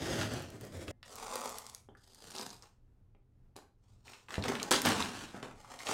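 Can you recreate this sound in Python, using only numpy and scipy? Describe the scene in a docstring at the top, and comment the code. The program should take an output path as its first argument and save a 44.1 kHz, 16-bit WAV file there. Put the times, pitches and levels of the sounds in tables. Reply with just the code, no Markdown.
"""Wrapping paper is pulled off a cardboard box on a table in a small bare room, over a faint low rumble.
A flap is unfolded until its sound stops short at 0.914 s; then two slow tears crackle down the side.
A hand grabs the sheet, rips it away in two strong jerks and handles it a little more.
Filtered noise of tiny fibre breaks is the sheet; short clicks are its snapping fibres and buckling creases.
Hollow knocks come from filtered impulses, and the box rings along through resonators."""
import sys
import numpy as np
from scipy import signal
from scipy.fft import rfft, irfft
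from scipy.io import wavfile
from scipy.ndimage import uniform_filter1d

SR = 44100
rng = np.random.default_rng(int(sys.argv[2]) if len(sys.argv) > 2 else 0)


def generate_wav(sig):
    """Save sig (samples, or channels by samples) to the path in sys.argv[1] as 16-bit PCM at SR."""
    pcm = np.round(np.clip(np.atleast_2d(sig).T, -1, 1) * 32767).astype(np.int16)
    wavfile.write(sys.argv[1], SR, pcm)


N = 261895
TIME = np.arange(N) / SR
CUT_S = .914  # the unfolding and its echo stop abruptly here

# How the sheet radiates while it is ripped away. Each row: frequency in Hz, gain in dB.
RIP_COLOUR = [(29, -23), (50, -11), (145, -6), (246, 3.5), (408, -1), (729, 1), (1120, -0.5), (1210, -4),
              (1660, -5), (2060, -10.5), (2210, -11.5), (6870, -21.5), (8140, -21.5), (13800, -39),
              (16000, -40)]
# Band edges in Hz: a slack sheet has flapping, rustle and crackle between them.
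SLACK_HZ = [45, 300, 2500, 18000]
# Band edges in Hz: a taut sheet has only rustle and crackle between them.
TAUT_HZ = [150, 2500, 18000]


def undb(db):
    """Decibels to gain."""
    return 10 ** (np.asarray(db) / 20)


def unit(x):
    """Scale to rms 1."""
    return x / np.sqrt(np.mean(x ** 2))


def add(track, s, sound):
    """Mix a sound into a track at time s."""
    start = int(s * SR)
    track[start:start + len(sound)] += sound[:N - start]


def colour(x, points):
    """Minimum-phase filter through (Hz, dB) points, built from the folded cepstrum."""
    size = 4096
    hz, db = np.transpose(points)
    bins = np.maximum(np.arange(size // 2 + 1) * SR / size, 1)
    gain = undb(np.interp(np.log(bins), np.log(hz), db))
    cepstrum = irfft(np.log(gain))
    cepstrum[1:size // 2] *= 2
    cepstrum[size // 2 + 1:] = 0
    impulse = irfft(np.exp(rfft(cepstrum)))
    return signal.fftconvolve(x, impulse)[:len(x)]


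def band(x, lo_hz, hi_hz, order=3):
    """Butterworth band-pass, its upper edge kept below half the sample rate."""
    edges = [lo_hz, min(hi_hz, .47 * SR)]
    return signal.sosfilt(signal.butter(order, edges, "band", fs=SR, output="sos"), x)


def fall(t, t60):
    """Exponential decay that loses 60 dB in t60 seconds."""
    return np.exp(-np.log(1000) * t / t60)


def fade(t60):
    """The same decay as an envelope that ends after t60 seconds."""
    count = int(t60 * SR)
    return fall(np.arange(count), count)


def walk(rate):
    """Smooth random wander with spread near 1, through rate random points a second."""
    knots = rng.standard_normal(N // 20)
    return np.interp(TIME * rate, np.arange(len(knots)), knots)


def steady(x, span_s=0.11):
    """Even out the slow level and keep the grain."""
    count = int(span_s * SR)
    power = uniform_filter1d(uniform_filter1d(x ** 2, count), count)
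    return x / np.sqrt(np.abs(power) + 1e-18)


def fibres(rate, spread_db, slip_db, slip_rate):
    """Rate tiny breaks a second, of unequal size, swelling and fading as the paper sticks and slips."""
    breaks = rng.random(N) < rate / SR
    sizes = undb(spread_db * np.minimum(rng.exponential(size=N), 4.5))
    signs = rng.choice([-1, 1], N)
    return breaks * sizes * signs * undb(slip_db * walk(slip_rate))


def table_bounce(x, lag_s=0.000695, sway_s=.00018, sway_hz=5, bounce=0.33):
    """The table top mirrors the moving sheet; the changing lag sweeps broad bands through its sound."""
    mirrored = np.interp(TIME - lag_s - sway_s * walk(sway_hz), TIME, x)
    return x + bounce * mirrored


def paper(gains, sheet_colour, breaks, edges):
    """Breaks shake the sheet: it flaps as a whole if slack, its facets rustle, the fibres crackle."""
    shaken = table_bounce(colour(breaks, sheet_colour))
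    return sum(steady(band(shaken, lo, hi)) * gain for lo, hi, gain in zip(edges, edges[1:], gains))


def strokes(grip, flap_db, crackle_db):
    """Gains of flapping, rustle and crackle: strokes rise, hold and die; tautness trades flap for crackle."""
    # Hand strokes on the loose sheet. Each row: grip (the "grab" row at 2.6 s is the end of the second tear,
    # which shares the grabbed sheet's sound), start in seconds, rise in seconds, hold in seconds, release time
    # for 60 dB in seconds, rustle level in dB, tautness in dB of added crackle.
    hand_strokes = [("unfold", -0.029, .06, .15, 0.35, -41.5, 1),
                    ("unfold", 0.064, 0.15, 0.015, 0.38, -39.5, 0.46),
                    ("unfold", 0.29, 0.036, .02, 0.55, -42.5, 0),
                    ("pinch", 0.488, .05, .02, 0.37, -55, -2.3),
                    ("pinch", 0.588, 0.047, 0.018, 0.32, -51, -1),
                    ("pinch", 0.695, 0.068, 0.044, 0.41, -49, 0),
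                    ("pinch", .865, 0.021, 0.013, 0.22, -47, -1.2),
                    ("grab", 2.6, .025, 0.011, 0.26, -63.5, 6), ("grab", 3.77, .15, .01, 0.8, -80, 8.4),
                    ("grab", 4.04, 0.032, 0.045, 0.46, -60.5, 7.8),
                    ("grab", 4.28, 0.022, 0.066, 0.36, -53, 3.3),
                    ("grab", 4.41, .075, 0.0087, 0.42, -37.5, -2.4),
                    ("grab", 4.57, 0.041, .025, 0.48, -46, -1),
                    ("rip", 4.708, 0.0032, 0.035, .2, -32.5, 2.4),
                    ("rip", 4.825, 0.041, 0.034, 0.48, -32.5, -0.64),
                    ("rip", 4.97, .04, 0.011, 0.51, -40.5, 1), ("rip", 5.1, 0.059, 0.074, .45, -51, 1.5),
                    ("last", 5.325, 0.028, .02, .4, -51.5, -5.5),
                    ("last", 5.42, 0.018, 0.017, 0.33, -49, -6.5),
                    ("last", 5.53, .05, 0.18, 0.46, -63.5, 2.2),
                    ("last", 5.68, 0.034, 0.022, .45, -52, -0.33),
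                    ("last", 5.78, 0.034, 0.052, .3, -57.5, 8.4), ("last", 5.84, 0.047, .06, .3, -39, 2)]
    flap_loss = 1.4  # dB of flapping lost for each dB of tautness
    power = np.zeros((3, N))
    for name, s, rise_s, hold_s, t60, db, taut_db in hand_strokes:
        if name == grip:
            rise = np.clip((TIME - s) / rise_s, 0, 1)
            release = fall(np.maximum(TIME - s - rise_s - hold_s, 0), t60)
            shares = undb([flap_db - flap_loss * taut_db, 0, crackle_db + taut_db])
            power += np.outer(shares, undb(db) * rise * release) ** 2
    return np.sqrt(power)


def tear(pull, rustle_db, crackle_db, rustle_growth, crackle_growth):
    """Gains of rustle and crackle: a harder pull shakes more sheet, so rustle grows faster (dB per dB)."""
    full_pull_db = -45  # a tear running at full speed
    s, db = np.transpose(pull)
    effort_db = np.interp(TIME, s, db) - full_pull_db
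    levels = np.array([rustle_db + rustle_growth * effort_db, crackle_db + crackle_growth * effort_db])
    return undb(levels) * (TIME >= s[0]) * (TIME < s[-1])


def unfolding():
    """The flap opens slackly, so flapping and rustle outweigh the crackle; returns the sheet."""
    # How the unfolding flap radiates. Each row: frequency in Hz, gain in dB.
    flap_colour = [(29, -37), (50, -11.5), (85, -4.5), (125, 0), (163, -6.5), (380, -6), (408, -7.5),
                   (601, -6), (1100, -19), (1210, -17.5), (5950, -23), (13200, -39), (16000, -45)]
    gains = strokes("unfold", flap_db=-0.5, crackle_db=-5.5) * (TIME < CUT_S)
    breaks = fibres(rate=6000, spread_db=2.5, slip_db=1.5, slip_rate=230)
    return paper(gains, flap_colour, breaks, SLACK_HZ)


def pinching():
    """Pinched paper rustles in short strokes; returns the sheet and its crackle gain."""
    # How the pinched sheet radiates. 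Each row: frequency in Hz, gain in dB.
    pinched_colour = [(29, -36), (50, -8), (87, 0), (131, 0), (167, -11), (203, -5.5), (439, -6),
                      (646, -6.5), (802, -17), (2320, -24.5), (2620, -30), (3180, -30.5), (8140, -32.5),
                      (16000, -50)]
    gains = strokes("pinch", flap_db=0, crackle_db=-7.0) * (TIME < CUT_S)
    breaks = fibres(rate=4500, spread_db=2.0, slip_db=2.5, slip_rate=110)
    return paper(gains, pinched_colour, breaks, SLACK_HZ), gains[-1]


def first_tear():
    """A slow tear in a sheet too taut to flap; returns the sheet and its crackle gain."""
    # How the sheet radiates in this tear. Each row: frequency in Hz, gain in dB.
    torn_colour = [(94, -52), (160, -25.5), (240, -8), (308, -18.5), (444, -3), (593, -1), (679, -4.5),
                   (1190, -5.5), (1680, -20.5), (1850, -17.5), (2670, -25.5), (4940, -24), (8000, -24),
                   (14300, -42), (16000, -42)]
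    # Each row: time in seconds, strength of the pull in dB.
    pull = [(1.05, -63), (1.098, -55), (1.344, -43), (1.502, -45.5), (1.628, -57), (1.744, -61),
            (1.86, -88)]
    gains = tear(pull, rustle_db=-45.5, crackle_db=-50.0, rustle_growth=1.23, crackle_growth=0.81)
    breaks = fibres(rate=2100, spread_db=2.5, slip_db=3.5, slip_rate=300)
    return paper(gains, torn_colour, breaks, TAUT_HZ), gains[-1]


def second_tear():
    """Another slow taut tear, brighter and with equal-sized breaks; returns the sheet and crackle gain."""
    # How the sheet radiates in this tear. Each row: frequency in Hz, gain in dB.
    torn_colour = [(94, -52.5), (160, -4.5), (202, -5), (339, -9.5), (388, -1.5), (571, -5.5), (906, -3.5),
                   (1100, -10.5), (2200, -15.5), (4940, -3), (5540, -10.5), (8980, -10), (11500, -22.5),
                   (12900, -16), (16000, -35)]
    # Each row: time in seconds, strength of the pull in dB.
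    pull = [(1.97, -74), (2.072, -69.5), (2.33, -53.5), (2.388, -46), (2.556, -61), (2.6, -73)]
    gains = tear(pull, rustle_db=-45, crackle_db=-47.5, rustle_growth=1.2, crackle_growth=.9)
    breaks = fibres(rate=2500, spread_db=0.0, slip_db=5.5, slip_rate=260)
    return paper(gains, torn_colour, breaks, TAUT_HZ), gains[-1]


def grabbing():
    """The second tear's end at 2.6 s and the grabbed sheet crumple with dense breaks; returns the sheet and its
    crackle gain."""
    # How the crumpling sheet radiates. Each row: frequency in Hz, gain in dB.
    crumple_colour = [(35, -39.5), (60, -24), (256, -7), (301, -12), (398, -2.5), (458, -6), (882, -3.5),
                      (2250, -20.5), (5090, -20), (8920, -23.5), (11000, -42), (13600, -32), (16000, -42)]
    gains = strokes("grab", flap_db=-5, crackle_db=-7)
    breaks = fibres(rate=6200, spread_db=3.0, slip_db=3.5, slip_rate=140)
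    return paper(gains, crumple_colour, breaks, SLACK_HZ), gains[-1]


def ripping():
    """The sheet is ripped away with loud, crackling strokes; returns the sheet."""
    gains = strokes("rip", flap_db=-3, crackle_db=-1.5)
    breaks = fibres(rate=4500, spread_db=3.5, slip_db=2.5, slip_rate=190)
    return paper(gains, RIP_COLOUR, breaks, SLACK_HZ)


def last_handling():
    """The last strokes on the sheet rustle with little flapping; returns the sheet."""
    # How the sheet radiates at the end. Each row: frequency in Hz, gain in dB.
    last_colour = [(59, -44), (100, -6), (244, -1), (358, -9.5), (442, 0), (736, 1.5), (970, -6.5),
                   (1390, -5), (1520, -9), (3190, -14), (6420, -14.5), (7770, -14.5), (12900, -29.5),
                   (16000, -34)]
    gains = strokes("last", flap_db=-12.5, crackle_db=-5.0)
    breaks = fibres(rate=2600, spread_db=2.0, slip_db=3.0, slip_rate=210)
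    return paper(gains, last_colour, breaks, SLACK_HZ)


def jerks(level_db):
    """The taut sheet gives all at once: a dense run of breaks that dies away as it slackens."""
    # The sheet jerks free. Each row: start in seconds, relative peak in dB, run-out time for 60 dB in seconds.
    jerk_rows = [(3.557, -37.5, 0.17), (4.712, -5, 0.1), (4.851, -9.5, 0.26)]
    out = np.zeros(N)
    run = unit(colour(fibres(rate=7000, spread_db=6, slip_db=12.5, slip_rate=250), RIP_COLOUR))
    for s, db, run_s in jerk_rows:
        decay = fade(run_s)
        burst = run[int(s * SR):][:len(decay)] * decay
        add(out, s, undb(db + level_db) * burst / np.abs(burst).max())
    return out


def click(hz, octaves, ring_s, flutter, crack_db):
    """One sharp crack; the facets around it flutter for a few milliseconds. Peak 1."""
    reach, decay = 2 ** octaves, fade(ring_s)
    push = flutter * rng.standard_normal(len(decay)) * decay
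    push[0] += 1
    body = band(push, hz / reach, hz * reach, order=2)
    crack = octaves * undb(crack_db) * band(push, 920, 7600, order=2)
    sound = body + crack
    return sound / np.abs(sound).max()


def snap(hz):
    """A fibre bundle breaks with a short bright crack; thick bundles ring lower and narrower."""
    octaves = min((hz / 7000) ** 2, 1)  # from 7 kHz up it spreads an octave to each side
    return click(hz, octaves, ring_s=.0095, flutter=0.27, crack_db=-3.5)


def pop(hz, octaves=1):
    """A crease flips over with a lower, rounder pop."""
    return click(hz, octaves, ring_s=0.018, flutter=.45, crack_db=-19)


def play(rows, sound, level_db):
    """One sound for each row of time in seconds, relative peak in dB and the sound's own settings."""
    out = np.zeros(N)
    for s, db, *settings in rows:
        add(out, s, undb(db + level_db) * sound(*settings))
    return out


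def scatter(sound, gain, rate, hz, over_db, spread_db=2, spread_octaves=0.18):
    """Small breaks at jittered steps, about rate a second, as strong as the paper is worked just then."""
    out = np.zeros(N)
    chance = rng.standard_normal((400, 3))
    for k, (shift, size, pitch) in enumerate(chance):
        s = (k + shift / 2) / rate
        strength = np.interp(s, TIME, gain, left=0, right=0)
        if strength > gain.max() / 20:  # barely worked paper stays whole
            peak = strength * undb(over_db + spread_db * size)
            add(out, s, peak * sound(hz * 2 ** (spread_octaves * pitch)))
    return out


def snapping(pinch, first, second):
    """Thick fibre bundles give way at set times, smaller ones at random as the crackle gains rise."""
    # The thickest bundles. Each row: time in seconds, relative peak in dB, pitch in Hz.
    thick_bundles = [(.337, -33, 6000), (.3965, -43, 6200), (.4228, -38, 8100), (.5032, -40.5, 6800),
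                     (.611, -38, 7100), (.6512, -41.5, 6700), (1.1565, -33, 7800), (1.3565, -25.5, 6560),
                     (1.443, -34, 6600), (1.494, -29.5, 6300), (1.5844, -26, 6740), (1.6661, -32, 5700),
                     (1.6975, -34, 5640), (1.748, -33, 6000), (2.147, -41, 6370), (2.3085, -36, 5700),
                     (2.3637, -30.5, 4750), (2.3838, -25.5, 4630), (2.4129, -28.5, 4500),
                     (2.5043, -35.5, 4740), (2.624, -40.5, 4800), (4.4884, -28.5, 6400),
                     (4.6298, -18, 5600), (4.7097, -15, 6150), (4.7244, -13, 5700), (4.8181, -18.5, 6300),
                     (4.8592, -17, 7500), (4.8894, -19.5, 5800), (5.0244, -23, 3500)]
    cracks = play(thick_bundles, snap, level_db=0.5)
    cracks += scatter(snap, pinch, rate=40, hz=7860, over_db=10.5)
    cracks += scatter(snap, first, rate=31, hz=6300, over_db=12)
    cracks += scatter(snap, second, rate=60, hz=4860, over_db=10)
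    return cracks


def creasing(grab):
    """Creases buckle at set times, and smaller ones at random as the second tear ends and while the sheet is
    grabbed."""
    # The loudest creases and small ticks.
    # Each row: time in seconds, peak in dB, pitch in Hz, half-width in octaves.
    loud_creases = [(.2133, -25.5, 2380, 0.86), (.8805, -32.5, 1950, 0.91), (1.029, -38.5, 2170, 0.91),
                    (1.889, -61, 3230, 0.061), (1.9508, -49, 1450, 0.28), (3.1492, -66, 2680, 0.26),
                    (3.564, -39.5, 4300, 1.08), (4.0802, -40.5, 2554, 0.43), (4.134, -41, 2100, 1),
                    (4.2851, -38.5, 1560, 0.72), (4.3061, -31.5, 1870, 1.15), (4.3416, -25, 1780, 1.15),
                    (4.3549, -30, 1700, 1.2), (4.4244, -31, 3600, 0.32), (4.4388, -26, 1800, 1.2),
                    (4.4823, -25, 2100, 0.95), (4.5524, -28.5, 1910, 1.07), (4.599, -29.5, 2750, 0.64),
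                    (4.7146, -13.5, 3350, 1.3), (4.7609, -21, 4300, .5), (4.852, -17.5, 2100, 1.5),
                    (4.8681, -19, 1990, 0.77), (5.428, -32.5, 1500, 1.09), (5.6462, -43, 1210, 0.37),
                    (5.7903, -35.5, 2850, 1.4), (5.804, -37, 1610, .6), (5.8684, -28, 2600, 0.45)]
    return play(loud_creases, pop, level_db=0) + scatter(pop, grab, rate=27, hz=2100, over_db=10)


def knocks(level_db=-1, below=2.13, above=1.27, rattle_db=-19, rattle_s=0.058, panel_db=-5):
    """A soft blow dents the cardboard with one dead thud; the panel rings and the loose wrapping rattles."""
    # Side panel of the box. Each row: frequency in Hz, level in dB, free ring time for 60 dB in seconds.
    panel_modes = [(414, 1, 0.16), (607, -13.5, 0.11), (788, -3, 0.15)]
    # Hands and sheet bumping the box. Each row: time in seconds, relative level in dB, pitch of the blow in Hz.
    blows = [(1.888, -45.5, 369), (3.149, -60, 451), (3.564, -43.5, 473), (4.381, -22, 99),
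             (4.619, -41.5, 284.0), (4.711, -23.5, 447), (4.869, -31.5, 378.0), (5.345, -37, 254.0),
             (5.43, -36.5, 432.0), (5.895, -32, 450.0)]
    out, count = np.zeros(N), SR // 4
    t = TIME[:count]
    # the ring time is held to 0.07 s at most
    panel = sum(undb(db) * np.sin(2 * np.pi * hz * t) * fall(t, min(t60, .07)) for hz, db, t60 in panel_modes)
    panel /= np.abs(panel).max()
    for s, db, hz in blows:
        thud = band(signal.unit_impulse(count), hz / below, hz * above, order=1)
        thud = band(thud, 30, 1210, order=2)  # a gentle low edge keeps the thud from booming on
        decay = fade(rattle_s)
        rattle = unit(band(rng.standard_normal(count), 280, 940, order=2))[:len(decay)] * decay
        # slow, low blows hardly reach the panel's modes
        ring = undb(panel_db) * min(hz / 350, 1) * panel
        add(out, s, undb(db + level_db) * (thud / np.abs(thud).max() + ring))
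        add(out, s, undb(db + level_db + rattle_db) * rattle)
    return out


def box(x):
    """The paper lies on the box, which rings along in narrow resonances."""
    # Cardboard and the air in it. Each row: frequency in Hz, width in Hz, gain in dB over the direct sound.
    box_modes = [(86.5, 12, -7), (206, 15, -11.5), (250, 9.4, -3), (548, 13, -17), (741, 30, -8),
                 (834, 45, -7), (1140, 8.2, -17), (1246, 22, -12.5), (1700, 7.5, -12), (1867, 13, -10),
                 (1872, 18, -8.5), (2090, 9.3, -8)]
    return x + sum(undb(db) * signal.lfilter(*signal.iirpeak(hz, hz / width, fs=SR), x)
                   for hz, width, db in box_modes)


def room(x, wet_db, low_t60=0.41, mid_t60=0.34, high_t60=0.28, gap_s=0.003, sway_hz=3):
    """Bare plaster walls return a short bright wash; its pattern shifts as the sheet and arms move."""
    t = TIME[:SR * 2 // 3]
    decays = [(61, 520, low_t60), (544, 3470, mid_t60), (4630, 24000, high_t60)]
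    out = x.copy()
    # three noise tails take turns; the squares of their shares always sum to 1
    for turn in np.arange(3) * np.pi / 3:
        tail = sum(band(rng.standard_normal(len(t)), lo, hi, order=2) * fall(t, t60) for lo, hi, t60 in decays)
        tail *= t > gap_s
        tail /= np.sqrt(np.sum(tail ** 2))
        share = np.sqrt(2 / 3) * np.cos(2 * np.pi * sway_hz * TIME + turn)
        out += undb(wet_db) * signal.fftconvolve(x * share, tail)[:N]
    return out


def air(level_db=-65.5, waver_db=-2.0):
    """Faint low rumble of the house: coloured noise with a wavering level."""
    # Spectrum of the quiet room. Each row: frequency in Hz, relative density in dB per Hz.
    air_colour = [(12, -34.5), (20, -1), (49, -7), (91, -5.5), (123, -2.5), (138, -18), (154, -14),
                  (255, -20), (301, -23), (328, -23.5), (678, -33), (3250, -49.5), (16000, -59.5)]
    rumble = unit(colour(rng.standard_normal(N), air_colour))
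    return rumble * undb(level_db + waver_db * walk(7.8))


def scene():
    """Strokes, tears, clicks and knocks in the room; the unfolding and its echo end abruptly."""
    pinch_sheet, pinch = pinching()
    first_sheet, first = first_tear()
    second_sheet, second = second_tear()
    grab_sheet, grab = grabbing()
    sheet = unfolding() + pinch_sheet + first_sheet + second_sheet + grab_sheet + ripping() + last_handling()
    sheet = box(sheet + jerks(level_db=-7.0))
    cracks = snapping(pinch, first, second)
    creases = box(creasing(grab))
    out = air() + room(box(knocks()), wet_db=-2.0)
    # gating the echoes too lets none of the unfolding ring past its end
    for part in (TIME < CUT_S, TIME >= CUT_S):
        out += part * room(sheet * part, wet_db=-6)
        out += part * room(cracks * part, wet_db=-9.5)
        out += part * room(creases * part, wet_db=-2.5)
    return out[None]


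def record(dry):
    """A steep elliptic low-pass removes the treble above 15.9 kHz."""
    return signal.sosfilt(signal.ellip(10, .2, 70, 15900, fs=SR, output="sos"), dry)


dry = scene()
out = record(dry)
generate_wav(out)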